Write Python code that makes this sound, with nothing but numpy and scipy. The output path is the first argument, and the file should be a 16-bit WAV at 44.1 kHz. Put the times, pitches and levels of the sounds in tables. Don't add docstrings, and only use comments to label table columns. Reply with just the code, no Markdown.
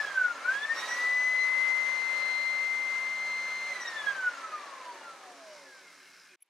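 import sys
import numpy as np
from scipy import signal
from scipy.io import wavfile
from scipy.ndimage import uniform_filter1d

SR = 44100
rng = np.random.default_rng(int(sys.argv[2]) if len(sys.argv) > 2 else 0)


def convert_level_to_amplitude(level_db):
    exponent = np.asarray(level_db, float) / 20
    return 10 ** exponent


def bounce(signal):
    frames = np.transpose(np.atleast_2d(signal))
    limited = np.clip(frames, -1, 1)
    pcm = np.round(limited * 32767).astype(np.int16)
    wavfile.write(sys.argv[1], SR, pcm)


N = 286209

ON_S, OFF_S = .415, 3.705
FULL_RPS = 208


def rms_one(x):
    return x / np.sqrt(np.mean(x ** 2) + 1e-20)


def in_time(rows):
    s, *columns = np.transpose(rows)
    return [np.interp(np.arange(N) / SR, s, c) for c in columns]


def at_hz(points, hz):
    points_hz, values = np.array(points).T
    return np.interp(np.log(hz), np.log(points_hz), values)


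def by_speed(speed, column):
    # [speed/(turns/s), rub/dB, scars/dB, bench shake/dB, upper orders/dB]
    rows = np.array([(23.5, -67.5, -60, -83, -78), (33.2, -59.5, -62.5, -72.5, -73),
                     (66, -72, -60, -63, -88), (90, -90, -84, -63, -84), (137, -72.5, -70, -59.5, -69),
                     (174, -73.5, -63, -65, -80), (208, -57, -69.5, -82.5, -87)])
    return np.interp(np.log(speed), np.log(rows[:, 0]), rows[:, column])


def drift(rate_hz):
    r = np.exp(-80 * np.pi * rate_hz / SR)
    slow = signal.lfilter([1], [1, -2 * r, r * r], rng.standard_normal(N // 40 + 2002))[2000:]
    return np.interp(np.arange(N) / 40, np.arange(len(slow)), rms_one(slow))


def resonate(x, hz, width_hz):
    r = np.exp(-np.pi * width_hz / SR)
    zeros = np.array([1, 0, -1]) * (1 - r * r) / 2
    poles = [1, -2 * r * np.cos(2 * np.pi * hz / SR), r * r]
    return signal.lfilter(zeros, poles, x)


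def banded(white, spectrum, change_db, patchy_db):
    likeness = [(60, 0.77), (150, 1), (380, 1), (950, 0.99), (2380, 0.82), (5980, 0.37), (15000, 0.43)]
    lean_db = [(100, -1.5), (1000, -0.3), (4000, -0.4), (12000, -0.5)]
    sign = np.array([[1], [-1]])
    edges_hz = 60 * 2 ** np.arange(0, 8.2, .4)
    out, together = 0, drift(9)
    for k, (low, high) in enumerate(zip(edges_hz, edges_hz[1:])):
        band = signal.butter(2, [low, high], "band", fs=SR, output="sos")
        mid, side = signal.sosfilt(band, white[k % 2])
        hz = np.sqrt(low * high)
        alike = np.clip(at_hz(likeness, hz), 0, 1)
        flicker_db = patchy_db * (0.24 * together + 0.45 * drift(38))
        gain = convert_level_to_amplitude(at_hz(spectrum, hz) + change_db(hz) + flicker_db)
        tilt = convert_level_to_amplitude(at_hz(lean_db, hz) / 2 * sign)
        out = out + gain * tilt * (np.sqrt(1 + alike) * mid + np.sqrt(1 - alike) * side * sign)
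    return out


def room_ripple(hz, gliding, depth, grain_hz):
    land = rng.standard_normal((3, 1200)) + 1j * rng.standard_normal((3, 1200))
    at = [np.interp(hz[::16] / grain_hz, np.arange(1200), row) for row in land]
    echo = depth * gliding[::16]
    mixed = 1.17 * at[0] + 0.52 * np.array(at[1:])
    gain = np.abs(1 + echo * mixed) / np.sqrt(1 + echo ** 2)
    return gain.repeat(16, axis=1)[:, :N]


def shaft_speed():
    run_up = [(30.2, .151), (43.94, .3921)]
    start_rps, rest_rps, coast_s = 174.1, 63.15, .8747
    creep_rps_per_s = .6786
    friction_rps_per_s, drag_rps, drag_s = 27.28, 127.73, 1.248
    stick_s, stick_rps_per_s2 = 5.6, 3.2
    t = np.arange(N) / SR
    on = np.clip(t - ON_S, 0, OFF_S - ON_S)
    off = np.maximum(t - OFF_S, 0)
    first = rest_rps + (start_rps - rest_rps) * np.exp(-np.minimum(t, ON_S) / coast_s)
    gained = creep_rps_per_s * on + sum(rps * (1 - np.exp(-on / lag_s)) for rps, lag_s in run_up)
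    friction = friction_rps_per_s * off + stick_rps_per_s2 * np.maximum(t - stick_s, 0) ** 2
    drag = drag_rps * (1 - np.exp(-off / drag_s))
    return first + gained - friction - drag


def fan_tone(turn, speed, gliding):
    # [t/s, left/dB, right/dB]
    blade = [(0, -45, -40.5), (.3, -49.5, -43.5), (.6, -41.5, -53), (.9, -44.5, -37.5), (1.05, -26, -29),
             (1.3, -25.5, -30.5), (1.62, -23.5, -34), (2.0, -28, -41.5), (2.57, -27.5, -37),
             (3.0, -30, -37), (3.3, -32.5, -35.5), (3.69, -35, -38), (3.73, -44.5, -40.5), (4.0, -40, -45),
             (4.8, -54.5, -56), (5.15, -60, -66), (5.62, -65, -66), (6.35, -100, -100)]
    # [t/s, left/dB, right/dB, width/ms]
    blade_swells = [(.002, -23.5, -32, 19), (.05, -30, -28.5, 5.1), (.162, -29, -31, 9.3),
                    (.181, -24, -20, 11), (.199, -26, -25, 9), (0.218, -23.5, -20, 11.6),
                    (0.254, -21, -25, 22), (.285, -26, -45, 6.8), (.309, -28, -35, 17),
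                    (.459, -26.5, -34, 13), (.493, -22, -23.5, 19.6), (0.519, -25, -29.5, 11),
                    (.56, -44, -28.5, 37), (0.63, -32.5, -34, 21), (.653, -27, -34, 7.6),
                    (0.714, -24, -30, 27.4), (.922, -33, -47, 23), (3.993, -37, -47, 17),
                    (4.073, -34, -22.5, 6.1), (4.088, -38, -22, 12.5), (4.109, -41, -26.5, 13),
                    (4.2, -35, -34.5, 25), (4.245, -32.5, -28.5, 25), (4.276, -23.5, -24.5, 21.7),
                    (4.45, -39, -36.5, 24), (4.548, -34, -35.5, 28), (4.733, -43.5, -51, 28),
                    (4.893, -42, -41.5, 41), (5.285, -50, -53.5, 52), (5.48, -54.5, -51.5, 143)]
    # [shaft order, left/dB, right/dB at full speed, loss/dB per halving of speed]
    overtones = [(20, -59.5, -57.5, 12.5), (30, -62, -62.5, 17)]
    # [t/s, shaft order, left/dB, right/dB, width/ms]
    overtone_swells = [(.03, 30, -60, -50, 40), (.082, 20, -47, -51.5, 19), (4.27, 20, -60, -55.5, 51),
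                       (.575, 20, -56, -50, 45), (.639, 20, -59, -35.5, 14), (.79, 30, -43.5, -42, 33),
                       (.83, 20, -52, -41.5, 74), (.92, 30, -50, -40.5, 58), (1.02, 30, -47, -57, 19),
                       (1.24, 30, -56.5, -52, 130), (1.42, 20, -42, -65, 44), (1.43, 30, -51.5, -52, 48),
                       (1.9, 30, -57.5, -58, 180), (2.0, 20, -53, -61, 140), (2.36, 20, -51, -44, 330),
                       (3.33, 20, -54, -49.5, 160), (3.6, 20, -56, -50.5, 260), (3.5, 30, -63, -59, 450),
                       (3.825, 30, -46.5, -44.5, 23), (3.873, 20, -50, -40, 23),
                       (3.883, 30, -40, -40.5, 11), (3.996, 20, -51, -41, 35), (4.085, 20, -43, -48, 28),
                       (4.55, 20, -57.5, -61, 100)]
    port_lags = [(10, 0.24), (20, 0.65), (30, 1)]
    glide_loss_db = 1

    t, out = np.arange(N) / SR, 0
    levels = [np.array(in_time(blade))]
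    for _, left_db, right_db, loss_db in overtones:
        change_db = loss_db * np.log2(speed / FULL_RPS) - glide_loss_db * gliding
        levels.append(np.array([[left_db], [right_db]]) + change_db)
    swells = [(s, 10, left, right, ms) for s, left, right, ms in blade_swells] + list(overtone_swells)
    for (order, lag_rad), level_db in zip(port_lags, levels):
        ripple = room_ripple(order * speed, gliding, depth=3.6, grain_hz=13 * order / 10)
        power = (convert_level_to_amplitude(level_db + 0.67 * drift(32)) * ripple) ** 2
        for s, k, left_db, right_db, width_ms in swells:
            if round(k) == round(order):
                near = slice(max(0, int((s - width_ms / 500) * SR)), int((s + width_ms / 500) * SR))
                bump = np.exp(-((t[near] - s) / (width_ms * 0.00057)) ** 2)
                power[:, near] += convert_level_to_amplitude([[left_db], [right_db]]) ** 2 * bump
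        out = out + np.sqrt(2 * power) * np.sin(order * turn - np.array([[0], [lag_rad]]))
    return out


def rotor_tones(turn, speed, gliding):
    slot_tone = [(380, -65), (430, -86), (760, -80), (880, -62), (1020, -70), (1250, -56), (1370, -49),
                 (1480, -68)]
    bar_tone = [(1100, -86), (1300, -65), (1580, -58), (1730, -61), (1840, -77), (2650, -75), (2850, -64),
                (3100, -76)]
    unbalance_tone = [(90, -98), (135, -80.5), (165, -68.5), (185, -82.5), (200, -71.5), (208, -70)]
    # [shaft order, level/dB at full speed, loss/dB per halving of speed]
    weak_orders = [(40, -71, 12.0)]
    surge_db, surge_s = 16, 0.09
    third_slot_db = 9

    upper_db = by_speed(speed, column=4)

    def muffled(k):
        octaves_off = np.abs(np.log2(k * speed / 3500))
        return upper_db - 14 * np.maximum(0, octaves_off - .5)

    levels = [(k, muffled(k)) for k in (36, 39, 45, 54, 64, 80)]
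    levels.append((48, muffled(48) + third_slot_db))
    levels += [(k, db + loss * np.log2(speed / FULL_RPS)) for k, db, loss in weak_orders]
    tones = 0
    for k, db in levels:
        ripple = room_ripple(k * speed, gliding, depth=2.5, grain_hz=90)[0]
        tones = tones + convert_level_to_amplitude(db) * ripple * np.sin(k * turn + k)

    since_surge_s = np.arange(N) / SR - ON_S - surge_s / 2
    slot_db = at_hz(slot_tone, 16 * speed) + surge_db * np.exp(-(since_surge_s / surge_s) ** 2)
    bar_db = at_hz(bar_tone, 32 * speed)
    for k, db in (16, slot_db), (32, bar_db):
        ripple = room_ripple(k * speed, gliding, depth=.35, grain_hz=45)[0]
        tones = tones + convert_level_to_amplitude(db) * ripple * np.sin(k * turn + k)
    unbalance = convert_level_to_amplitude(at_hz(unbalance_tone, speed)) * np.sin(turn)
    return np.sqrt(2) * (tones + unbalance)


def airflow(turn, speed):
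    air_colour = [(60, -40), (150, -47.5), (300, -29), (560, -27.5), (1100, -18.5), (1900, -20.5),
                  (2500, -26.5), (3100, -30), (4800, -27.5), (7000, -35), (10000, -46), (12500, -45.5),
                  (15600, -70)]
    housing = [(568, 103, 8), (1077, 20, 3), (1017, 41, 4), (1294, 34, 5.5), (1735, 73, 5),
               (4790, 1600, -4), (10180, 490, 6.5), (2304, 220, 2.5)]
    gust = [(0, 4), (.09, 2.5), (.18, 1), (.45, 0.5), (.54, 3.5), (.63, 1.5), (.72, 2), (.81, 5.5),
            (.99, 5), (1.17, 1), (2.0, 1.5), (3.4, -1), (3.8, 1), (4.09, 2), (4.22, 0.5), (4.48, 0),
            (5.5, 0.5), (6.35, 0)]
    # [f/Hz, level/dB at full speed, gust share, halvings of speed before fading, loss/dB per further halving]
    air_law = [(524, -0.5, 0.94, 1.18, 11.5), (1730, 0.8, 0.9, 0.57, 12), (4800, 2.5, 1.08, 0.068, 5),
               (11000, -2, 1.2, 0.14, 1.5)]
    air_db = -43

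    gust_db, = in_time(gust)
    halvings = np.log2(FULL_RPS / speed)
    log_bands = np.log(np.array(air_law)[:, 0])
    changes_db = np.array([db + share * gust_db - loss * np.maximum(0, halvings - knee)
                           for _, db, share, knee, loss in air_law])

    def change_db(hz):
        top = 1 + 2.0 * max(0, np.log2(hz / 9500))
        weights = np.array([np.interp(np.log(hz), log_bands, one) for one in np.eye(4)])
        return top * weights @ changes_db

    grain_db = 0.67 * rng.standard_normal(N // 64 + 1).repeat(64)[:N]
    white = rng.standard_normal((2, 2, N)) * convert_level_to_amplitude(0.69 * np.sin(turn) + grain_db)
    air = banded(white, air_colour, change_db, patchy_db=2.07)
    air = air + sum((convert_level_to_amplitude(db) - 1) * resonate(air, hz, width) for hz, width, db in housing)
    return convert_level_to_amplitude(air_db) * air / np.sqrt(np.mean(air[:, 2 * SR:3 * SR] ** 2))


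def shaft_rub(speed):
    rub_modes = [(1450, 300, -3), (1800, 250, -4), (2150, 110, 2), (2600, 250, -4), (4030, 120, -7),
                 (5300, 1000, -11), (9850, 100, -11), (12300, 120, -24)]
    struck = rng.random((2, N)) < 2500 / SR
    size = convert_level_to_amplitude(1.7 * np.minimum(rng.exponential(1, (2, N)), 5))
    clicks = struck * size * rng.choice([-1, 1], (2, N))
    clicks = clicks[0] + 0.12 * clicks[1] * [[1], [-1]]
    rings = sum(convert_level_to_amplitude(db + 1.5 * drift(20)) * resonate(clicks, hz, width) for hz, width, db in rub_modes)
    return convert_level_to_amplitude(by_speed(speed, column=1)) * rms_one(rings)


def commutator(turn, speed):
    scar_modes = [(1590, 330, 3.5), (2125, 94, 7), (2444, 160, -1), (3270, 290, -7.5), (4010, 280, -2),
                  (5200, 1300, 1.5)]
    profile = rng.standard_normal(320) * convert_level_to_amplitude(4.4 * rng.standard_normal(320))
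    bumps = np.interp(turn / (2 * np.pi) % 1 * 320, np.arange(320), profile, period=320)
    rings = 0
    for hz, width_hz, db in scar_modes:
        ring = resonate(resonate(bumps, hz, width_hz), hz, width_hz)
        rings = rings + convert_level_to_amplitude(db + 2.5 * drift(6)) * ring
    return convert_level_to_amplitude(by_speed(speed, column=2)) * rms_one(rings)


def bench(turn, speed):
    bench_modes = [(175, 25, -9), (280, 22, -1), (375, 25, 0)]   # [f/Hz, width/Hz, level/dB]
    orders = sum(convert_level_to_amplitude(3 * rng.normal()) * np.sin(k * turn + k * k) for k in range(2, 15))
    rings = sum(convert_level_to_amplitude(db) * resonate(resonate(orders, hz, width), hz, width) for hz, width, db in bench_modes)
    return convert_level_to_amplitude(by_speed(speed, column=3)) * rings


def clink():
    # [t/s, level/dB, die-away/ms]
    clinks = [
        (6.407, -64, 5.2),
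        (6.417, -65, 7.7),
        (6.425, -49.5, 5.7),
        (6.440, -83, 4),
        (6.447, -79, 5.8),
        (6.462, -75, 6.7),
    ]
    clink_modes = [(11200, 350, -13), (14100, 470, -19), (15000, 370, -25), (2310, 490, -14.5),
                   (3060, 550, -19.5), (5900, 480, -23), (7870, 500, -27.5)]
    sing_hz = 11020
    n = SR // 4
    ms = np.arange(N - n, N) / SR * 1000
    white = rng.standard_normal(n)
    strokes = 0
    for s, db, die_ms in clinks:
        after_ms = ms - 1000 * s
        slope_ms = np.where(after_ms < 0, 0.42 * die_ms, die_ms)
        strokes = strokes + convert_level_to_amplitude(db) * np.exp(-(after_ms / slope_ms) ** 2)
    modes = np.sqrt(2 * strokes / strokes.max()) * np.sin(2 * np.pi * sing_hz * ms / 1000)
    for hz, width_hz, db in clink_modes:
        modes = modes + convert_level_to_amplitude(db) * rms_one(resonate(resonate(white, hz, width_hz), hz, width_hz))
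    return np.pad(strokes * modes, (N - n, 0)) * convert_level_to_amplitude([[0.5], [-0.5]])


def shop_rumble():
    white = rng.standard_normal((2, N))
    low = signal.butter(2, 272, fs=SR, output="sos")
    return convert_level_to_amplitude(-77) * rms_one(signal.sosfilt(low, white[0] + .1 * white))


def quiet_shop():
    quiet = [(6.36, -100), (6.39, -88), (6.41, -83), (6.49, -80)]   # [t/s, level/dB]
    quiet_colour = [(100, -21.5), (370, -6.5), (730, -3), (2500, -2), (5000, -11), (10000, -19.5),
                    (15500, -30.5)]
    white = rng.standard_normal((2, 2, N))
    noise = banded(white, quiet_colour, lambda hz: 0, patchy_db=1.0)
    return convert_level_to_amplitude(in_time(quiet)[0]) * rms_one(noise)


def scene():
    change_s, fade_s = 6.3595, .005
    speed = shaft_speed()
    turn = 2 * np.pi * np.cumsum(speed) / SR
    rps_per_s = uniform_filter1d(np.abs(np.gradient(speed)) * SR, size=2000)
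    gliding = np.clip(rps_per_s / 20 - 1.4, 0, 1)
    motor = fan_tone(turn, speed, gliding) + rotor_tones(turn, speed, gliding)
    motor = motor + airflow(turn, speed) + shaft_rub(speed)
    motor = motor + commutator(turn, speed) + bench(turn, speed) + shop_rumble()
    motor_on = np.clip((change_s - np.arange(N) / SR) / fade_s, 0, 1)
    return motor * motor_on + clink() + quiet_shop()


def band_limit(x):
    return signal.sosfilt(signal.butter(12, 15610, fs=SR, output="sos"), x)


def record(dry):
    dry = dry * np.minimum(1, np.arange(N) / 60)
    ports = signal.butter(4, 153, "high", fs=SR, output="sos")
    thin = signal.sosfilt(ports, dry)
    return band_limit(thin)


dry = scene()
out = record(dry)
bounce(out)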